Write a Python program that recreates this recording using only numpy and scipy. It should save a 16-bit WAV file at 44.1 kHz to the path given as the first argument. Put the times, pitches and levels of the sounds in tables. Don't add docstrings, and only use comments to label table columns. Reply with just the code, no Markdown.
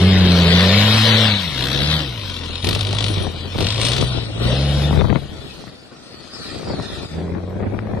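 import sys
import numpy as np
from scipy import signal
from scipy.io import wavfile
from scipy.ndimage import uniform_filter1d

SR = 44100
rng = np.random.default_rng(int(sys.argv[2]) if len(sys.argv) > 2 else 0)


def magnitude_from_level(level_db):
    exponent = np.asarray(level_db, float) / 20
    return 10 ** exponent


def wav_record(signal):
    frames = np.transpose(np.atleast_2d(signal))
    bounded = np.clip(frames, -1, 1)
    quanta = np.round(bounded * 32767).astype(np.int16)
    wavfile.write(sys.argv[1], SR, quanta)


N = 352800

# (time [s], firings [Hz])
ENGINE_SPEED = [(0.0, 91.3), (0.08, 94.77), (0.48, 84.4), (0.66, 91.9), (0.81, 104.7), (0.97, 110.6),
                (1.23, 110), (1.39, 98.06), (1.52, 72.44), (1.58, 62.6), (1.75, 67.43), (1.96, 78.5),
                (2.25, 47), (2.5, 40.4), (2.7, 46.9), (2.82, 50.1), (3.09, 50.1), (3.18, 47.4), (3.36, 40),
                (3.6, 47.6), (3.8, 56.13), (4.0, 66.3), (4.17, 60.1), (4.31, 53.65), (4.48, 61.16),
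                (4.65, 70.25), (4.92, 73.84),
                (5.3, 68.3), (6.2, 60.86), (7.04, 75.03), (7.24, 85.94), (7.5, 91.05), (7.62, 97.1),
                 (7.7, 102.4), (7.79, 107.2), (8.0, 106)]
# (down [s], up [s], time to open [s], exhaust on opening [dB], exhaust at the lift [dB])
THROTTLE = [
    (-0.1, 1.269, 0.049, -12.5, -18.5),
    (1.538, 1.944, 0.04, -28.5, -20.5),
    (2.626, 3.181, 0.014, -22.5, -23.5),
    (3.605, 4.065, 0.0078, -26.5, -24),
    (4.377, 4.88, 0.066, -19, -17),
    (7.053, 8.092, 0.098, -28.5, -31),
]
# (time [s], level [dB])
IDLE_LEVEL = [(1.45, -29.5), (1.54, -31.5), (1.9, -32.5), (2.4, -29.5), (2.62, -30), (3.32, -33),
              (3.39, -30.5), (3.45, -33), (3.55, -29.5), (4.2, -26.5), (4.3, -30.5), (4.37, -27.5),
              (5.0, -23.5), (5.3, -42.5), (5.8, -57), (7.0, -52)]
DRONE_RELEASE_S, GAS_RELEASE_S = 0.13, 0.15
# (pitch [Hz], level [dB])
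PIPE_TONE = [(40, -7), (52, -12), (65, -4), (80, -2.5), (105, 1.9), (150, 1), (175, 5), (225, -0.5)]
# (time [s], second tone [dB], third tone relative to the second [dB])
PIPE_HEADING = [(0, -4, -19.5), (2.5, -1.2, -11.5), (3.7, 1.5, -30), (4.4, -2.5, -10), (4.9, -3, -14),
                (5.2, -0.5, -5.5), (7.2, -4.5, -18), (7.5, -10.5, -21), (8, -3, -15)]

# (pitch [Hz], level [dB])
ROAR_COLOUR = [(120, -10), (250, 0), (370, -13), (500, -6), (750, -6.5), (1100, -15), (1500, -3.5),
               (2200, -12), (3500, -38.5)]
ROAR_DB, FAR_ROAR_DB = -8, -50
ROAR_JET_SHARE = 0.46
# (time [s], hiss over exhaust [dB], how far firings chop it [0-1], its top end [dB])
GAS_JET = [(0, -11.5, 0.31, -24.5), (0.6, -2.5, 0.39, -29.5), (0.95, 0, 0.12, -24), (1.34, 2, 0.35, -28.5),
           (1.5, 3, 0.4, -22.5), (1.7, 1.5, 0.8, -23), (1.9, -1, 0.4, -26.5), (2.5, -3, 0.98, -21),
           (3.08, -9, 0.3, -21), (3.3, -5.5, 0.4, -22.5), (3.7, -3.5, 0.42, -26), (3.86, -1, 0.2, -22.5),
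           (4.05, -5.5, 0.13, -22), (4.5, -8.5, 0, -25), (5.0, -14.5, 0.05, -18.5), (5.5, 5, 0, -20),
           (7.0, -26, 0.08, -15)]
IDLE_CHOP = 0.45
# (pitch [Hz], level [dB])
HISS_LEFT = [(900, -9.5), (1500, -12), (2600, -6), (3300, -0.5), (3900, -0.5), (4800, -9), (5700, -17.5),
             (6300, -52.5), (8000, -81)]
HISS_RIGHT = [(900, -11.5), (1500, -16), (2200, -8.5), (3000, -19.5), (4000, -11.5), (5000, -13),
              (5700, -17.5), (6300, -20.5), (8000, -64)]
# (pitch [Hz], level [dB])
TOP_LEFT = [(4300, -19), (4900, 8), (5500, 9.5), (6500, 7.5), (8000, 4.5), (10000, 0.5), (11200, 1.5),
            (12500, -2.5), (14000, -95)]
TOP_RIGHT = [(4300, -38), (4900, -4), (5500, 12.5), (6500, -54), (8000, 1.5), (10000, 3), (11200, -9),
             (12500, 8.5), (14000, -35)]
CRACK_TIMES = [
    2.644,
    2.788,
    2.985,
    3.584,
    3.83,
]
CRACK_LEVELS = [4.2, 0.31, 2.7, 5.6, 1.9]
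CRACK_FADE_S = 0.043
# (time [s], extra level [dB])
SPITS = [(2.624, -3), (2.644, 2.5), (2.669, 3), (2.688, 6.5), (2.709, 1), (2.728, 4), (2.749, 6.5),
         (2.77, -9), (2.791, -0.5), (2.808, 3.5), (2.828, -2), (2.849, -2), (2.868, 4), (2.889, 0.1),
         (2.908, 0), (2.928, 5.5), (2.948, 4.5), (2.967, 2), (2.985, 7.5), (3.006, 8.5), (3.024, 5),
         (3.041, 11.5), (3.063, 5), (3.082, 7), (3.099, 1), (3.586, -1), (3.605, 9), (3.625, 3), (3.644, 5),
         (3.667, 6.5), (3.686, 2), (3.703, 7.5), (3.723, 4), (3.744, 4), (3.758, 1), (3.778, 4),
         (3.797, 3.5), (3.814, 9), (3.831, 2), (3.85, 8.5), (3.866, 3), (3.884, 8), (3.899, 1), (3.917, 6),
         (3.933, 6.5), (3.95, -2), (3.964, 6), (3.98, 4), (3.995, -5), (4.01, 10), (4.041, 0)]
SPIT_FADE_S = 0.0085

# (time [s], gears [dB], panel pitch [Hz], panel [dB])
GEARS = [(0, -64, 400.3, -23), (0.35, -30.5, 382.2, -26), (0.5, -33, 404, -25.5), (0.68, -25.5, 421, -29),
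         (0.85, -31.5, 474, -31.5), (1.25, -31.5, 477.4, -31.5), (1.42, -48, 479.2, -72),
         (1.55, -59, 282, -38.5), (1.65, -41, 299.8, -27), (1.75, -38.5, 309, -53),
         (1.95, -41.5, 322.6, -59), (2.05, -40.5, 316, -60), (2.3, -76, 316, -72), (3.7, -70, 537, -60),
         (3.85, -58, 550, -29), (4.0, -57, 559, -46), (4.38, -63, 534, -66), (4.5, -46, 530, -27.5),
         (4.7, -43, 558.4, -33.5), (4.9, -42, 560, -37), (5.0, -70, 563, -67), (7.1, -72, 337, -59),
         (7.2, -46, 342.4, -34), (7.4, -53, 350, -35), (7.5, -44, 351, -55), (8, -54, 352.6, -55)]
# (pitch [Hz], level [dB])
GEAR_COLOUR = [(250, -4), (310, 7.5), (400, -15), (480, 1.5), (590, 0), (700, -7.5), (820, -6)]

# (time [s], left port [dB], right port [dB], share of low rumble [dB])
BREEZE = [(0.0, -27, -51, 0), (1.1, -44.5, -52, -7), (1.5, -31.5, -36, 4), (2.6, -33, -33, -2.5),
          (3.4, -31, -28.5, -2), (4.85, -26.5, -32, -1), (5.05, -27, -33, 4.5), (5.2, -38, -29, 3),
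          (5.35, -28.5, -32.5, -1), (5.9, -38, -41.5, -10.5), (6.7, -31, -37, -5.5), (8, -23.5, -27, -4)]
# (peak [s], width [s], left port [dB], right minus left [dB])
GUSTS = [(0.237, 0.13, -19, -15), (1.671, 0.071, -43, -4.5), (1.78, 0.12, -23, -2),
         (2.001, 0.097, -43, -15), (2.44, 0.13, -36, -18), (2.701, 0.11, -17.5, -6),
         (2.92, 0.048, -19, -11), (3.0, 0.097, -42, 7), (3.17, 0.13, -18.5, -8), (3.252, 0.12, -24.5, -25),
         (3.5, 0.082, -43, -1), (3.61, 0.083, -15, -1), (3.81, 0.13, -24.5, -20), (4.002, 0.1, -14, -8),
         (4.169, 0.065, -19, -30), (4.49, .2, -17.5, -10), (4.769, 0.14, -24.5, -6), (4.92, 0.14, -43, -13),
         (5.072, 0.26, -6.5, -33), (5.24, 0.073, -19.5, -0.5), (5.56, 0.089, -52, -25),
         (6.09, 0.093, -58, -15), (6.521, 0.43, -32, -5), (6.74, 0.18, -20.5, -1.5),
         (7.0, 0.14, -23.5, -4.5), (7.17, 0.29, -29, 0.5), (7.359, 0.077, -18.5, -15),
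         (7.641, 0.11, -25, 2.5), (7.76, 0.086, -18, -25), (7.951, 0.096, -14, -16)]
# (from [s], to [s], level [dB])
LULLS = [
    (2.6, 2.642, -10),
    (3.565, 3.584, -10),
    (5.024, 5.04, -11),
    (5.062, 5.092, -16),
    (5.11, 5.122, -11),
    (5.134, 5.147, -11),
    (5.178, 5.29, -14),
    (7.062, 7.125, -10),
]
# (pitch [Hz], level [dB])
WIND_COLOUR = [(60, -25), (150, -2), (250, 1.5), (420, -1), (700, -8), (1200, -20), (2500, -25.5),
               (5000, -100.5)]
RUMBLE_COLOUR = [(15, -12), (40, -13), (90, -5), (160, -16), (300, -24.5)]
WIND_ALIKE = 0.21
# (time [s], peak on the left [dB], right minus left [dB])
SLAPS = [(2.256, -25, -21), (2.645, -11, -1), (2.709, -7, -3), (2.762, -3, -27), (2.908, -14, 0),
         (2.933, -7, -11), (3.175, -15, -22), (3.267, -3.5, -25), (3.558, -7, -26), (3.585, -3, -9),
         (3.606, -9, -1), (3.627, -9, -2), (4.025, 4, -35), (4.184, -8, -20), (4.481, -9.5, -5),
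         (4.909, -3, -6), (4.96, -8, -23), (4.978, -17, -19), (5.01, 3, -24), (5.016, 5, -26),
         (5.044, 4.5, -22), (5.052, -4.5, -25), (5.083, -7, -25), (5.095, -17, -25), (5.102, -1, -42),
         (5.127, 4, -36), (5.149, -4, -32), (5.157, -13, -25), (5.639, -18, -17), (5.678, -18, -13),
         (6.334, -25, -11), (6.526, -20, -14), (6.575, -25, 10), (6.629, -13.5, -5), (6.691, -24, -25),
         (6.711, -23, 14), (6.781, -34, -8), (6.798, -4.5, -6), (7.049, -16, -15), (7.28, -14.5, -5),
         (7.351, -15, -14), (7.477, -16.5, -3), (7.508, -23, 4), (7.528, -15, -3), (7.634, -11, -12),
         (7.664, -15, -12), (7.745, -7, -7), (7.767, -14, -26), (7.791, -23, -10), (7.871, -15, -8),
         (7.935, -9, -4)]
# (time [s], peak on the left [dB], right minus left [dB])
SNAPS = [(3.585, -14, -22), (4.481, -28, -12), (5.0105, 1, -25), (5.045, -9, -25), (5.052, -11, -25),
         (5.097, -5, -27), (5.102, 0.5, -33), (5.149, -22, -31), (5.158, 0.5, -34), (5.679, -18, -17),
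         (6.334, -25, -9), (6.798, -28, -8), (7.349, -20, -10), (7.477, -36, -5), (7.51, -31, -3),
         (7.53, -32, -7), (7.633, -23, -9), (7.746, -30, -13), (7.761, -22, -8), (7.79, -8, -17),
         (7.871, -24, -8)]
# (pitch [Hz], level [dB])
SLAP_COLOUR = [(100, 8.5), (300, -6), (700, 1.5), (1200, -5), (2200, -22), (4000, -57)]
SNAP_COLOUR = [(100, -9), (400, -7), (1200, -2), (2500, -7), (4000, -11.5), (6000, -36)]
SLAP_S, SNAP_S, PUSH_SIZE = 0.00073, 0.00009, 0.29
SMALL_SLAPS, SMALL_SLAP_DB, SMALL_SPREAD_DB = 30, -11, -4

# (pitch [Hz], width [Hz])
CANCELLED = [(1620, 305), (2130, 210)]
# (time [s], strength [0-1])
ECHO = [(1.8, 0), (2.6, 0.75), (3.6, 0.66), (5, 0.4), (5.4, 0.49), (6.9, 0.48), (7.4, 0.2)]
# (time [s], pitch [Hz], level [dB])
TURBO = [(2.55, 9400, -79), (2.66, 9740, -46), (2.9, 9360, -55), (3.09, 9470, -43), (3.17, 9800, -60),
         (3.25, 9700, -46.5), (3.29, 9600, -75), (3.5, 8680, -62), (3.61, 8520, -51), (3.78, 8380, -53),
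         (3.85, 8640, -35.5), (3.98, 8960, -51), (4.08, 8900, -46.5), (4.19, 8640, -69), (4.42, 8130, -57),
         (4.57, 8690, -49.5), (4.75, 9430, -59), (4.9, 9820, -69)]
# (time [s], pitch [Hz], level [dB], length [s])
SQUEAKS = [
    (4.85, 3580, -25, 0.033),
    (4.998, 3630, -29, 0.015),
    (5.417, 3480, -43, 0.034),
    (5.509, 2560, -45, 0.028),
]
# (time [s], level [dB], left minus right [dB])
SAND = [(5.17, -49, 5), (5.551, -42.5, 1), (5.94, -46.5, 1), (6.25, -41.5, 4.5), (6.399, -37, 3),
        (6.5, -33, 1.5), (6.679, -38, 2), (6.919, -33.5, 2), (7.15, -41, 3.5), (7.49, -69, -15),
        (8.0, -52, -1)]
# (pitch [Hz], level [dB])
SAND_COLOUR = [(880, -16), (1300, -2), (1600, -7), (1850, -0.5), (2150, -9.5), (2440, -5), (2800, -9.5),
               (3500, -6), (4810, -2.5), (6600, -14), (8110, -12.5), (12200, -25), (13900, -63)]
# (time [s], pitch [Hz], level over the sand hiss [dB])
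SINGING = [(6.05, 4400, -13), (6.2, 4500, 1), (6.29, 4400, -11), (6.34, 5110, 3), (6.49, 3840, -6.5),
           (6.57, 4700, -11), (6.72, 4600, -2), (6.8, 3930, -4), (6.9, 3680, -2), (7.08, 3657, -7),
           (7.3, 3750, -17)]

# (time [s], pitch [Hz])
KEPT = [(0, 13300), (2.3, 13193), (2.55, 10800), (2.65, 11898), (4.05, 11896), (4.15, 11302), (4.4, 12100),
        (5.3, 12500), (7.2, 12596), (7.4, 12000), (8, 12000)]
# (pitch [Hz], level [dB])
EMPTY = [(900, -13.5), (1500, -6.5), (2500, -5), (4000, -5), (5500, 3.5), (7500, 2), (9000, 0.5),
         (11000, 3), (12500, 0.5)]
# (pitch [Hz], how rarely [spreads of chance])
DROPPED = [(4500, 3.0), (5200, 2.2), (5500, 1.6), (5900, 1.5), (6600, 1.1), (7600, 0.8), (8300, 1.9),
           (9700, 1.7), (10300, 0.5), (11300, -0.2), (12100, 1.6), (13000, 1.6)]
BAND_HZ, RARER_PER_DB = 345, 0.004
# (from [s], to [s], pitch [Hz], treble level [dB])
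CRACKLING = [
    (2.63, 2.76, 12000, -3.5),
    (2.76, 3.107, 8800, -4),
    (3.575, 3.61, 12800, -1.5),
    (3.61, 4.06, 9050, -0.5),
]


def evened(x):
    return x / np.sqrt(np.mean(x ** 2) + 1e-20)


def columns(rows):
    s, *values = np.transpose(rows)
    return [np.interp(np.arange(N) / SR, s, v) for v in values]


def coloured(x, points):
    hz, db = np.transpose(points)
    grid = np.fft.fftfreq(4096, 1 / SR)
    log_gain = np.log(magnitude_from_level(np.interp(np.log(abs(grid) + 1), np.log(hz), db, -100, -100)))
    taps = np.fft.ifft(np.exp(np.conj(signal.hilbert(log_gain)))).real[:2048]
    return signal.oaconvolve(x, taps)[:N]


def drift(seconds):
    size = max(round(seconds * SR), 1)
    return evened(uniform_filter1d(uniform_filter1d(rng.standard_normal(N), size), size))


def both_ports(x, samples):
    return x, np.interp(np.arange(N) - 2 + samples * drift(0.17), np.arange(N), x)


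def fuzzy(hz, seconds, steady):
    carrier = np.exp(2j * np.pi * np.cumsum(hz) / SR)
    wander = [steady + drift(seconds) + 1j * drift(seconds) for port in range(2)]
    return (carrier * wander).real


def effort(release_s):
    t, idle_db = np.arange(N) / SR, columns(IDLE_LEVEL)[0]
    down, up, rise, open_db, lift_db = np.transpose(THROTTLE)[:, :, None]
    opened = np.clip((t - down) / rise, 0, 1) * np.clip(1 - (t - up) / release_s, 0, 1)
    full_db = open_db + (lift_db - open_db) * np.clip((t - down) / (up - down), 0, 1)
    level_db = idle_db + (opened * (full_db - idle_db)).max(axis=0)
    return level_db, opened.max(axis=0)


def crank():
    hz = uniform_filter1d(columns(ENGINE_SPEED)[0], size=2000)
    firings = np.cumsum(hz * (1 + 0.01276 * drift(0.0084))) / SR
    level_db = effort(DRONE_RELEASE_S)[0]
    pipe_hz, pipe_db = np.transpose(PIPE_TONE)
    first_db, second_db = (level_db + np.interp(np.log(k * hz), np.log(pipe_hz), pipe_db) for k in (1, 2))
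    at = (np.transpose(SPITS)[0] * SR).astype(int)
    early = np.interp(np.arange(N), at, np.unwrap(firings[at] % 1, period=1))
    return firings - early, first_db, second_db + columns(PIPE_HEADING)[0]


def puffs(firings, spread_db, fade):
    strength = magnitude_from_level(spread_db * rng.standard_normal(2000))[firings.astype(int)]
    return evened(uniform_filter1d(strength * np.exp(-(firings % 1) / fade), size=80))


def cracks_db():
    since = np.arange(N) / SR - np.array(CRACK_TIMES)[:, None] + 0.004
    fade = (since > 0) * np.exp(-abs(since) / CRACK_FADE_S)
    return (np.array(CRACK_LEVELS)[:, None] * fade).sum(axis=0)


def spits_db():
    s, db = np.transpose(SPITS)
    kicks = np.bincount((s * SR).astype(int), db, N)
    fading = signal.lfilter([1], [1, -np.exp(-1 / (SPIT_FADE_S * SR))], kicks)
    return uniform_filter1d(fading, size=150)


def exhaust(firings, first_db, second_db):
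    turn = 2 * np.pi * (uniform_filter1d(firings, size=1300) - 0.1)
    wobble = magnitude_from_level(1.6 * drift(0.006))
    third_db = second_db + columns(PIPE_HEADING)[1]
    tones = -magnitude_from_level(first_db) * np.cos(turn)
    tones -= magnitude_from_level(second_db) * np.cos(2 * turn + 1.1)
    tones += magnitude_from_level(third_db) * np.cos(3 * turn)
    drone = signal.filtfilt(*signal.butter(2, 30, 'high', fs=SR), wobble * tones)
    return np.sqrt(2) * drone * magnitude_from_level([[0.1], [-0.1]])


def roar(firings):
    knock = sum(magnitude_from_level(-3.0 * (k % 2)) * np.cos(np.pi * k * firings + k ** 2) for k in range(7, 26))
    gate = 0.4 + puffs(firings, 3.0, 0.4)
    shared = both_ports(0.5 * evened(knock) + gate * rng.standard_normal(N), 2.7)
    ports = [coloured(x + gate * rng.standard_normal(N), ROAR_COLOUR) for x in shared]
    level_db = effort(GAS_RELEASE_S)[0] + ROAR_DB + ROAR_JET_SHARE * columns(GAS_JET)[0]
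    level_db += 0.8 * cracks_db() + 0.6 * spits_db()
    return np.hypot(magnitude_from_level(level_db), magnitude_from_level(FAR_ROAR_DB)) * evened(np.array(ports)) * magnitude_from_level([[1.5], [-1.5]])


def hiss(firings):
    level_db, opened = effort(GAS_RELEASE_S)
    jet_db, chop, top_db = columns(GAS_JET)
    crack_db, spit_db = cracks_db(), spits_db()
    level_db = level_db + jet_db + crack_db + spit_db
    top_db = top_db + 0.45 * crack_db + 0.6 * spit_db
    chop = np.clip(chop * (IDLE_CHOP + (1 - IDLE_CHOP) * opened) + 0.027 * crack_db, 0, 1)
    spit = puffs(firings, 1.5, 0.28)
    gate = np.sqrt(1 - chop + chop * spit ** 2) * magnitude_from_level(0.6 * drift(0.033))
    gas = gate * (both_ports(rng.standard_normal(N), 2.2) + 0.6 * rng.standard_normal((2, N)))
    body = np.array([coloured(x, c) for x, c in zip(gas, (HISS_LEFT, HISS_RIGHT))])
    top = np.array([coloured(x, c) for x, c in zip(gas, (TOP_LEFT, TOP_RIGHT))])
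    return magnitude_from_level(level_db + 3.0) * (evened(body) + magnitude_from_level(top_db + 9.5) * evened(top))


def gears(firings):
    gear_db, panel_hz, panel_db = columns(GEARS)
    rate = uniform_filter1d(np.gradient(firings) * SR, size=2000)
    ring_hz, ring_db = np.transpose(GEAR_COLOUR)
    whine = 0
    for order in np.arange(4, 8) + 1 / 3:
        level = magnitude_from_level(np.interp(order * rate, ring_hz, ring_db) + 1.5 * drift(0.0076))
        whine = whine + level * np.cos(2 * np.pi * order * firings + 1.22 * drift(0.016))
    carrier = np.exp(2j * np.pi * np.cumsum(panel_hz) / SR)
    panel = (carrier * (drift(0.0026) + 1j * drift(0.0057))).real
    return np.sqrt(2) * magnitude_from_level(gear_db) * whine + magnitude_from_level(panel_db) * panel


def gusting():
    s, width, left_db, right_db = np.transpose(GUSTS)[:, :, None]
    bells = np.exp(-(1.9 * (np.arange(0, N, 64) / SR - s) / width) ** 2)
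    swells = [np.repeat((magnitude_from_level(db) * bells).sum(axis=0), 64)[:N] for db in (left_db, left_db + right_db)]
    return magnitude_from_level(np.array(columns(BREEZE)[:2])) + swells


def wind(pressure):
    left, other = [rng.standard_normal(N) * magnitude_from_level(3.5 * drift(0.004) + 2.8 * drift(0.012)) for port in range(2)]
    lumps = left, WIND_ALIKE * left + np.sqrt(1 - WIND_ALIKE ** 2) * other
    swirls = evened(np.array([coloured(x, WIND_COLOUR) for x in lumps]))
    rumble = evened(np.array([coloured(x, RUMBLE_COLOUR) for x in lumps]))
    t = np.arange(N) / SR
    lull_db = sum(db * ((t > a) & (t < b)) for a, b, db in LULLS).astype(float)
    lull = magnitude_from_level(uniform_filter1d(lull_db, size=300))
    return pressure * magnitude_from_level(-6.0) * (swirls + magnitude_from_level(columns(BREEZE)[2]) * rumble) * lull


def pushes(rows, seconds, colour, rough):
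    s, db, right_db = np.transpose(rows)
    u = np.arange(300) / SR / seconds
    one_way = PUSH_SIZE * rng.choice([-1, 1], (len(s), 1)) * (2 - u)
    ragged = rough * rng.standard_normal((len(s), len(u))) + one_way
    bursts = magnitude_from_level(db)[:, None] * u * np.exp(1 - u) * ragged
    at = np.minimum(np.round(s * SR).astype(int)[:, None] + np.arange(300), N - 1).ravel()
    ports = [np.bincount(at, (bursts * gain).ravel(), N) for gain in (1, magnitude_from_level(right_db)[:, None])]
    return np.array([coloured(x, colour) for x in ports])


def slaps(pressure):
    small_s = rng.uniform(2, 7.98, SMALL_SLAPS)
    gust = np.minimum(pressure, 0.05)[(small_s * SR).astype(int)]
    small_db = 20 * np.log10(gust) + SMALL_SLAP_DB + SMALL_SPREAD_DB * rng.standard_normal(SMALL_SLAPS)
    dull = np.vstack([SLAPS, np.transpose([small_s, small_db, 0 * small_s - 20])])
    snaps = magnitude_from_level(14.0) * pushes(SNAPS, SNAP_S, SNAP_COLOUR, 0.13)
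    return magnitude_from_level(6.5) * pushes(dull, SLAP_S, SLAP_COLOUR, 0.56) + snaps


def ground(x):
    bands = sum(signal.lfilter(*signal.iirpeak(hz, hz / width, SR), x) for hz, width in CANCELLED)
    return x - np.clip(columns(ECHO)[0], 0, 1) * bands


def turbo():
    hz, level_db = columns(TURBO + [(5.1, 9300, -93)])
    breath = fuzzy(hz, 0.0014, 0.6) * magnitude_from_level(3 * drift(0.011))
    return magnitude_from_level(level_db + 5.0) * breath * magnitude_from_level([[4.0], [-4.0]])


def squeaks():
    t = np.arange(N) / SR
    notes = 0
    for s, hz, db, length in SQUEAKS:
        swell = np.exp(-(2 * (t - s) / length) ** 4)
        notes = notes + magnitude_from_level(db) * swell * np.sin(2 * np.pi * hz * t)
    return notes * magnitude_from_level([[5.0], [-5.0]])


def sand():
    level_db, pan_db = columns([(4.9, -64, 4.9)] + SAND)
    ring_hz, ring_db = columns(SINGING)
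    grains = both_ports(rng.standard_normal(N), 5.1) + 0.9 * rng.standard_normal((2, N))
    grains = [coloured(x * magnitude_from_level(1.8 * drift(0.014) + 0.41 * drift(0.051)), SAND_COLOUR) for x in grains]
    singing = fuzzy(ring_hz, 0.0012, 0)
    return magnitude_from_level(level_db + np.outer([0.5, -0.5], pan_db)) * (evened(np.array(grains)) + magnitude_from_level(ring_db) * singing)


def scene():
    firings, first_db, second_db = crank()
    truck = exhaust(firings, first_db, second_db) + roar(firings) + hiss(firings) + gears(firings)
    truck = truck + turbo() + squeaks()
    pressure = gusting()
    return ground(truck + sand()) + wind(pressure) + slaps(pressure[0])


def thinned(x):
    shape = dict(fs=SR, window="cosine", nperseg=2048, noverlap=1024)
    hz, t, z = signal.stft(x, **shape)
    pitch = hz[:, None]
    chance = rng.standard_normal((2, len(hz), len(t)))
    ragged, swell = evened(uniform_filter1d(uniform_filter1d(chance, size=12, axis=1), size=3, axis=2))
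    around = uniform_filter1d(abs(z), size=45, axis=1)
    threshold = around * magnitude_from_level(np.interp(hz, *np.transpose(EMPTY))[:, None] + 5.6 * ragged)
    edge = np.interp(t, *np.transpose(KEPT)) + 450 * rng.standard_normal(len(t))
    kept = (abs(z) > threshold) & (pitch < np.minimum(edge, 13300))
    band = (hz // BAND_HZ).astype(int)
    luck = evened(uniform_filter1d(rng.standard_normal((band.max() + 1, len(t))), size=3, axis=1))[band]
    loudness = np.linalg.norm(z[0], axis=0)
    quiet_db = -20 * np.log10(loudness / loudness.max() + 1e-9)
    rarity = np.interp(band * BAND_HZ, *np.transpose(DROPPED))[:, None]
    kept &= luck < rarity + RARER_PER_DB * (quiet_db - 6)
    gain = np.where(kept, magnitude_from_level(1.8 * swell * (pitch > 900)), magnitude_from_level(-60))
    for start, end, top_hz, db in CRACKLING:
        spared = (t > start) & (t < end) & (pitch < top_hz)
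        gain = np.where(spared, magnitude_from_level(db * (pitch > 5000)), gain)
    return signal.istft(z * gain, **shape)[1][:, :N]


def top_cut(x):
    return signal.sosfilt(signal.butter(12, 14070, fs=SR, output="sos"), x)


def record(dry):
    rounded = 0.85 * np.tanh(dry / 0.85)
    mix = thinned(rounded)
    return top_cut(mix)


dry = scene()
out = record(dry)
wav_record(out)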